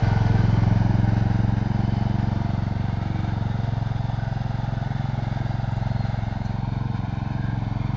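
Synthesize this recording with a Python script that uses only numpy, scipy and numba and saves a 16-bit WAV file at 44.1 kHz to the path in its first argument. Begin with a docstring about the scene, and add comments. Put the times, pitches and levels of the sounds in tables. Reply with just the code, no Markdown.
"""On a lawn by a house, a single-cylinder four-stroke garden tractor weaves away, heard from a few metres
behind. Each cycle gives an exhaust thump and, about half a turn later, an intake gulp with a short bark.
Block and chassis clatter, the cooling fan rushes through its shroud, the hydraulic pump whines and engine
overtones swell and fade. The loader squeaks amid faint swells of treble hiss. The house wall echoes the
engine; a breeze puffs now and then."""
import sys
import numpy as np
from scipy import signal
from scipy.fft import rfft, irfft, next_fast_len
from scipy.io import wavfile
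from scipy.ndimage import uniform_filter1d
from numba import njit

SR = 44100
rng = np.random.default_rng(int(sys.argv[2]) if len(sys.argv) > 2 else 0)


def master_out(mix):
    """Clip the mix to full scale and print it as 16-bit PCM to the path in sys.argv[1]."""
    frames = np.transpose(np.atleast_2d(mix))
    ceiling = np.clip(frames, -1, 1)
    pcm = np.round(ceiling * 32767).astype(np.int16)
    wavfile.write(sys.argv[1], SR, pcm)


N = 351036
T = np.arange(N) / SR


def exhaust(starts, upper_db, drone_hz):
    """Each blowdown rings the muffler; its drone wanders with the gas heat."""
    # Muffler modes, main and upper. Each row: centre in Hz, width in Hz, relative gain in dB.
    main_modes = [(138.05, 19.2, 4.5)]
    upper_modes = [(304, 10, -27.5)]
    blowdown = strokes(starts, delay_ms=1.045, soft_ms=0.99, jitter_ms=0.037, scatter_db=0.34)
    drone = undb(-8) * sweep(blowdown, drone_hz * (1 + 0.018 * walk(9)), width_hz=39.0)
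    return ring(blowdown, main_modes) + undb(upper_db) * (drone + ring(blowdown, upper_modes))


def intake(starts):
    """Each gulp of air rings the air cleaner."""
    # Air cleaner modes. Each row: centre in Hz, width in Hz, relative gain in dB.
    modes = [(124.6, 40.5, 1.3), (500, 158, 14)]
    gulps = strokes(starts, delay_ms=14.59, soft_ms=1.485, jitter_ms=0.041, scatter_db=0)
    return ring(gulps, modes)


def gas_pulses(starts, phase, intake_db, upper_db, drone_hz, close, rear):
    """Exhaust and intake push the air opposite ways; the unbalanced crank shakes once a turn."""
    outflow = exhaust(starts, upper_db, drone_hz)
    inflow = intake(starts) * undb(intake_db + 0.82 * walk(12))
    gas = inflow - outflow
    gas -= close * ring(gas, [(65, 18, 1), (43, 14, -12)])  # close behind, the openings' bass cancels
    gas += rear ** 2 * ring(gas, [(52, 33, -6.5)])  # far behind, it adds
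    running_rms = np.sqrt(uniform_filter1d(gas ** 2, size=SR // 2, mode="reflect"))
    shake = undb(-24) * np.cos(4 * np.pi * (phase - .2))
    return gas / running_rms + shake  # pose changes colour, not loudness


def intake_bark(starts, side):
    """The valve snaps open and rings the pipe, whose pitch rises; the ring returns once from its end."""
    # Pipe pitch as the valve opens and shuts. Each row: time into the cycle in ms, pitch in Hz.
    pipe_pitch = [(10, 600), (12.5, 645), (15.5, 775), (19, 910), (26, 780), (45, 600)]
    width_hz, return_s = 149.0, 0.0088
    snap = strokes(starts, delay_ms=11.2, soft_ms=0.2, jitter_ms=0.06, scatter_db=1)
    gust = noise() * strokes(starts, delay_ms=14, soft_ms=2.5, jitter_ms=.5, scatter_db=2)
    cycle = np.maximum(np.searchsorted(starts, T) - 1, 0)
    hz = np.interp(1000 * (T - starts[cycle]), *np.transpose(pipe_pitch))
    bark = sweep(sweep(snap + undb(14) * gust, hz, width_hz), hz, width_hz)
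    bark += undb(-8.5) * late(bark, return_s)
    return unit(bark) * undb(-1.3 + 2.2 * side)


def block_clatter(starts, phase):
    """Small knocks ring the engine block, swelling once a turn."""
    # Block spectrum. Each row: frequency in Hz, relative level in dB.
    spectrum = [(450, -31), (580, -12), (680, -0.5), (800, 0.5), (930, 0.5), (1050, -15), (1200, -26),
                (1600, -43.5)]
    knocks = clatter(starts, repeat=0.15, jitter_ms=0.018)
    return unit(colour(knocks, spectrum)) * throb(2 * phase, peak=.87, depth_db=1.8)


def chassis_clatter(starts, phase):
    """The chassis rattles low, swelling slightly once a cycle."""
    # Chassis spectrum. Each row: frequency in Hz, relative level in dB.
    spectrum = [(30, -5), (110, 4), (220, 1), (320, 2.5), (400, -1.5), (520, -6.5), (640, -1), (900, -38.5)]
    knocks = clatter(starts, repeat=0.4, jitter_ms=0.078)
    return unit(colour(knocks, spectrum)) * throb(phase, peak=0.05, depth_db=0.5)


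def fan(starts, phase, close, side, rear):
    """Cooling air and valve ticks, screened by the body; reflections and shroud modes come and go."""
    # Rush from close behind, the side and far behind. Each row: frequency in Hz, relative level in dB.
    close_spectrum = [(620, -34.5), (1050, -11.5), (1170, -3.5), (1540, -2), (1880, -5.5), (2140, -8.5),
                      (2580, -14), (3010, -11), (3520, -17.5), (4420, -17), (4800, -14), (5290, -19.5),
                      (5790, -18.5), (7400, -34.5), (9620, -65.5), (16300, -120)]
    side_spectrum = [(620, -40), (1050, -9), (1190, -1), (1540, 0), (1690, -3), (2170, -9), (2540, -17),
                     (2750, -10.5), (3110, -15.5), (3550, -7.5), (3940, -13.5), (4880, -17), (5560, -23),
                     (6340, -22.5), (7400, -34.5), (9620, -66), (16300, -120)]
    rear_spectrum = [(620, -32.5), (1050, 4), (1170, -14.5), (1470, -2.5), (1970, -14.5), (2380, -9.5),
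                     (2780, -22), (3040, -14.5), (3380, -19.5), (3700, -11), (4040, -20), (4570, -18.5),
                     (5170, -31), (5740, -25.5), (7400, -39.5), (9620, -63), (16300, -120)]
    # Reflections off bonnet, fenders and loader. Each row: lag in ms, rms gain in dB.
    reflections = [(0.899, -19), (1.5, -20.5), (2.3, -24), (3.4, -15)]
    # Shroud modes. Each row: centre in Hz, nominal width in Hz, relative level in dB.
    shroud_modes = [(1503, 62, -0.5), (2117, 77, -4), (3090, 95, -18.5), (3600, 470, -15.5),
                    (4270, 110, -10.5), (4790, 150, -12)]
    rush = clatter(starts, repeat=0.36, jitter_ms=.1) * throb(phase, peak=0.39, depth_db=0.57)
    views = (close_spectrum, close), (side_spectrum, (1 - close) * side), (rear_spectrum, rear)
    air = sum(share * unit(colour(rush, spectrum)) for spectrum, share in views)
    air += sum(undb(db) * walk(4) * late(air, ms / 1000) for ms, db in reflections)
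    shroud = sum(whine(hz, 1.3 * width_hz, waver=.018, rate_hz=3) * undb(db + 2.5 * walk(5))
                 for hz, width_hz, db in shroud_modes)
    return undb(4) * air + undb(-8.5) * shroud


def house_echo(engine, metres):
    """The wall returns the engine slightly sharp as the tractor nears it, so overtones beat slowly."""
    # Extra travel time by way of the wall. Each row: time in seconds, lag in ms.
    wall_lag = [(0, 112), (2.4, 101), (5.7, 93), (6.2, 88.8), (7.96, 68.4)]
    lag_s = curves(wall_lag)[0] / 1000
    path_m = metres + 343 * lag_s
    return undb(1) * metres / path_m * late(engine, lag_s)


def pump_whine(phase):
    """The hydraulic pump whines on one engine order."""
    # Pump loudness. Each row: time in seconds, level in dB.
    levels = [(0, -44), (.33, -39), (.62, -53), (.85, -66), (1.2, -53), (1.5, -53), (2.3, -56), (3.3, -56),
              (3.65, -51.5), (3.95, -68), (6.4, -66), (6.85, -51), (7.2, -58), (7.96, -59)]
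    return engine_order(phase, multiple=21) * undb(curves(levels)[0])


def overtone_drones(phase):
    """Engine overtones swell and fade as droning tones."""
    # Drones. Each row: peak time in seconds, half-width in seconds, firing-rate multiple, level in dB.
    drones = [(2.9, .8, 11, -49), (.6, .7, 12, -51), (1.2, .95, 13, -46), (7.5, .7, 13, -49),
              (1.25, .25, 14, -54), (2.35, .35, 14, -45.5), (3.15, .22, 14, -42), (7.3, .6, 14, -53),
              (.46, .14, 16, -47), (1.85, .22, 16, -47), (3.2, .5, 16, -56), (4.35, .55, 24, -53),
              (5.6, .7, 24, -55), (2.25, .3, 30, -47), (.1, .13, 36, -45), (1.26, .19, 36, -40.5),
              (1.82, .3, 36, -43), (3.52, .13, 36, -46), (4.9, 1.1, 36, -55), (6.8, .25, 36, -51),
              (7.3, .2, 36, -49)]
    return sum(engine_order(phase, multiple) * swell(peak_s, half_s) * undb(db)
               for peak_s, half_s, multiple, db in drones)


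def squeaks_and_hiss():
    """Brief squeaks and chinks, plus faint, longer swells of narrow treble hiss."""
    # Narrow noise swells. Each row: peak time in seconds, half-width in seconds, pitch in Hz,
    # nominal bandwidth in Hz, level in dB.
    swells = [(0.122, 0.11, 1513, 100, -40), (0.396, 0.08, 1535, 100, -43), (.5, .1, 3070, 110, -53.5),
              (1.95, 0.22, 3020, 200, -54.5), (2.003, .2, 4520, 150, -57.5), (2.05, 0.45, 4990, 170, -62),
              (2.906, 0.21, 2130, 150, -54.5), (3.15, 0.19, 2290, 240, -54), (3.555, 0.22, 3670, 397, -59),
              (4.254, 0.1, 1520, 130, -45), (4.45, .12, 2750, 200, -64), (4.3, .6, 4980, 400, -65),
              (4.944, .1, 1820, 220, -50), (6.15, 0.38, 2120, 130, -55.5), (5.3, 0.27, 2140, 171, -56.5),
              (5.72, 0.0063, 6900, 804, -61), (5.766, .008, 6900, 796, -62), (5.968, 0.16, 4220, 60, -58),
              (6.422, 0.12, 4220, 54.9, -58.5), (6.457, 0.014, 5940, 2000, -57),
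              (6.462, .025, 4250, 300, -56), (7.26, 0.15, 2560, 129, -59), (7.46, 0.13, 1617, 100, -47),
              (7.85, .12, 2370, 120.6, -57.5)]
    return sum(undb(db) * swell(peak_s, half_s) * whine(hz, 0.85 * width_hz, waver=.008, rate_hz=14)
               for peak_s, half_s, hz, width_hz, db in swells)


def breeze():
    """Soft low puffs of wind."""
    # Puffs. Each row: peak time in seconds, half-width in seconds, level in dB.
    puffs = [(4.8, .12, -46), (5.76, .14, -40), (6.7, .12, -44), (7.2, .25, -44)]
    rumble = unit(shape(noise(), lambda f: band(f, hz=40, width_hz=45) ** 2))
    return rumble * sum(undb(db) * swell(peak_s, half_s) for peak_s, half_s, db in puffs)


def strokes(starts, delay_ms, soft_ms, jitter_ms, scatter_db):
    """One Gaussian push a cycle, scattered in time and size."""
    timing, size = rng.standard_normal((len(starts), 2)).T
    at = np.round((starts + (delay_ms + jitter_ms * timing) / 1000) * SR).astype(int)
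    inside = (at >= 0) & (at < N)
    clicks = np.bincount(at[inside], undb(scatter_db * size[inside]), N)
    return shape(clicks, lambda f: np.exp(-.5 * (2 * np.pi * f * soft_ms / 1000) ** 2))


def clatter(starts, repeat, jitter_ms, patterns=6):
    """A slowly changing run of knocks recurs each cycle with power share `repeat`; the rest is noise."""
    cycle_samples = int(np.mean(np.diff(starts)) * SR)
    beats = strokes(starts, delay_ms=0, soft_ms=0, jitter_ms=jitter_ms, scatter_db=2.2)
    knocks = 0
    for k in range(patterns):
        fade = np.cos(np.pi / 2 * np.clip(T / T[-1] * (patterns - 1) - k, -1, 1))
        knocks += fade * signal.oaconvolve(beats, rng.standard_normal(cycle_samples))[:N]
    return np.sqrt(repeat) * unit(knocks) + np.sqrt(1 - repeat) * noise()


def engine_order(phase, multiple):
    """A tone on a multiple of the firing rate, wavering in phase and level."""
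    return np.sqrt(2) * np.cos(2 * np.pi * multiple * phase + 0.2 * walk(7)) * undb(1.1 * walk(15))


def whine(hz, width_hz, waver, rate_hz):
    """A narrow noisy mode whose pitch wavers by the share `waver`."""
    mode = shape(noise(), lambda f: band(f, hz, width_hz) ** 2)
    return unit(late(mode, np.cumsum(waver * walk(rate_hz)) / SR))


def throb(phase, peak, depth_db):
    """One swell per unit of phase, greatest at `peak`."""
    return unit(undb(depth_db * np.cos(2 * np.pi * (phase - peak))))


def swell(peak_s, half_s):
    """Gaussian envelope, 1/e at half_s from the peak."""
    return np.exp(-((T - peak_s) / half_s) ** 2)


def shape(x, response):
    """Filter by a function of frequency."""
    size = next_fast_len(N + SR // 2)
    hz = np.maximum(np.fft.rfftfreq(size, 1 / SR), 1e-3)
    return irfft(rfft(x, size) * response(hz), size)[:N]


def band(f, hz, width_hz):
    """Response of one resonance, gain 1 at its centre."""
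    return 1 / (1 + 1j * (f * f - hz * hz) / (f * width_hz))


def ring(x, modes):
    """Parallel resonances. Each row: centre in Hz, width in Hz, gain in dB."""
    return shape(x, lambda f: sum(undb(db) * band(f, hz, width_hz) for hz, width_hz, db in modes))


def colour(x, points):
    """Filter by a curve through (Hz, dB) points."""
    hz, db = np.transpose(points)
    return shape(x, lambda f: undb(np.interp(np.log(f), np.log(hz), db, left=-90, right=-90)))


@njit
def sweep(x, hz, width_hz):
    """State-variable resonance with a moving centre, peak gain 1."""
    y = np.empty(len(x))
    band_state, low_state = 0., 0.
    for i in range(len(x)):
        g, damping = np.tan(np.pi * hz[i] / SR), width_hz / hz[i]
        bandpass = (band_state + g * (x[i] - low_state)) / (1 + g * (g + damping))
        band_state = 2 * bandpass - band_state
        low_state += 2 * g * bandpass
        y[i] = damping * bandpass
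    return y


def late(x, lag_s):
    """Delay by a time that may vary."""
    return np.interp(np.abs(T - lag_s) % T[-1], T, x)


def noise():
    """White noise."""
    return rng.standard_normal(N)


def walk(rate_hz):
    """Smooth random wander, rms 1."""
    hold = int(SR / rate_hz)
    steps = np.repeat(rng.standard_normal(N // hold + 1), hold)
    return unit(uniform_filter1d(uniform_filter1d(steps, hold), hold)[:N])


def curves(table):
    """Columns of a timed table, interpolated per sample."""
    times_s, *columns = np.transpose(table)
    return [np.interp(T, times_s, column) for column in columns]


def undb(db):
    """Decibels to gain."""
    return 10 ** (np.asarray(db) / 20)


def unit(x):
    """Scale to rms 1."""
    return x / np.sqrt(np.mean(x ** 2))


def distance_gain(metres, db, loss_db):
    """Gain of `db` at 3 m, less `loss_db` per doubling of distance."""
    return undb(db - loss_db * np.log2(metres / 3))


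def scene():
    """The engine's parts follow one cycle phase; distance and pose set their levels and colours."""
    # Governed speed, hunting a little. Each row: time in seconds, firing rate in Hz.
    speed = [(0.0, 22.112), (0.26, 21.64), (0.94, 21.962), (1.15, 22.335), (1.56, 22.353), (2.08, 22.96),
             (2.51, 22.836), (3.0, 22.998), (3.84, 22.06), (4.33, 21.921), (5.5, 22.08), (6.49, 21.935),
             (6.78, 22.455), (7.08, 21.989), (7.37, 22.449), (7.67, 21.852), (7.96, 22.744)]
    # The drive away. Each row: time in seconds, distance in metres.
    route = [(0, 2.97), (.55, 2.64), (1.15, 3.12), (1.55, 3.84), (2.2, 4.04), (2.6, 4.66), (3.2, 5.46),
             (3.6, 5.3), (4.2, 5.6), (5.2, 5.2), (6.4, 6.14), (7.1, 6.5), (7.96, 5.7)]
    # How the tractor stands. Each row: time in seconds, side-on share (0-1), intake against exhaust
    # in dB, gain of the upper muffler modes in dB, muffler drone in Hz.
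    pose = [(0, 0, 4.5, 5, 159), (.9, 0, 6, 8, 181), (1.6, 0.1, 4, 9.5, 191.4), (2.4, 0.55, 5, 9, 191),
            (3.4, 0.94, 2, 6.5, 172), (4.3, 0.9, 0, -9.5, 205), (5, 1, -7, -0.5, 210),
            (6.3, 0.82, 2.5, 3, 194), (6.7, 0.03, -1.5, 8, 201), (7.96, 0.3, -2.5, 5, 195)]
    firing_hz, = curves(speed)
    metres, = curves(route)
    side, intake_db, upper_db, drone_hz = curves(pose)
    near_m, far_m = 1.7, 5.85
    close = np.clip((far_m - metres) / (far_m - near_m), 0, 1)
    rear = (1 - close) * (1 - side)
    bay_db = 3.5 * swell(0, 0.56)  # engine bay in view until the driver's back swings in front
    screen_db = 16.5 * rear ** 2  # driver and body hide the intake from far behind

    phase = .4943 + np.cumsum(firing_hz) / SR  # in cycles of two crank turns
    starts = np.interp(np.arange(1, int(phase[-1]) + 1), phase, T)  # in seconds
    starts = np.append(starts[0] - 1 / firing_hz[0], starts)
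    starts += .00007 * rng.standard_normal(len(starts))

    gas = gas_pulses(starts, phase, intake_db, upper_db, drone_hz, close, rear)
    engine = gas * distance_gain(metres, db=-19.5, loss_db=6)
    engine += intake_bark(starts, side) * distance_gain(metres, db=-41 - screen_db, loss_db=1.3)
    engine += block_clatter(starts, phase) * distance_gain(metres, db=-39.5 + bay_db, loss_db=2.5)
    engine += chassis_clatter(starts, phase) * distance_gain(metres, db=-35, loss_db=9)
    engine += fan(starts, phase, close, side, rear) * distance_gain(metres, db=-46.5 + bay_db, loss_db=3)
    tones = pump_whine(phase) + overtone_drones(phase)
    return (engine + house_echo(engine, metres) + tones + squeaks_and_hiss() + breeze())[None]


def record(dry):
    """A steep low-pass removes the upper treble."""
    cutoff_hz = 7550
    return signal.sosfilt(signal.ellip(12, .2, 80, cutoff_hz, fs=SR, output="sos"), dry)


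dry = scene()
out = record(dry)
master_out(out)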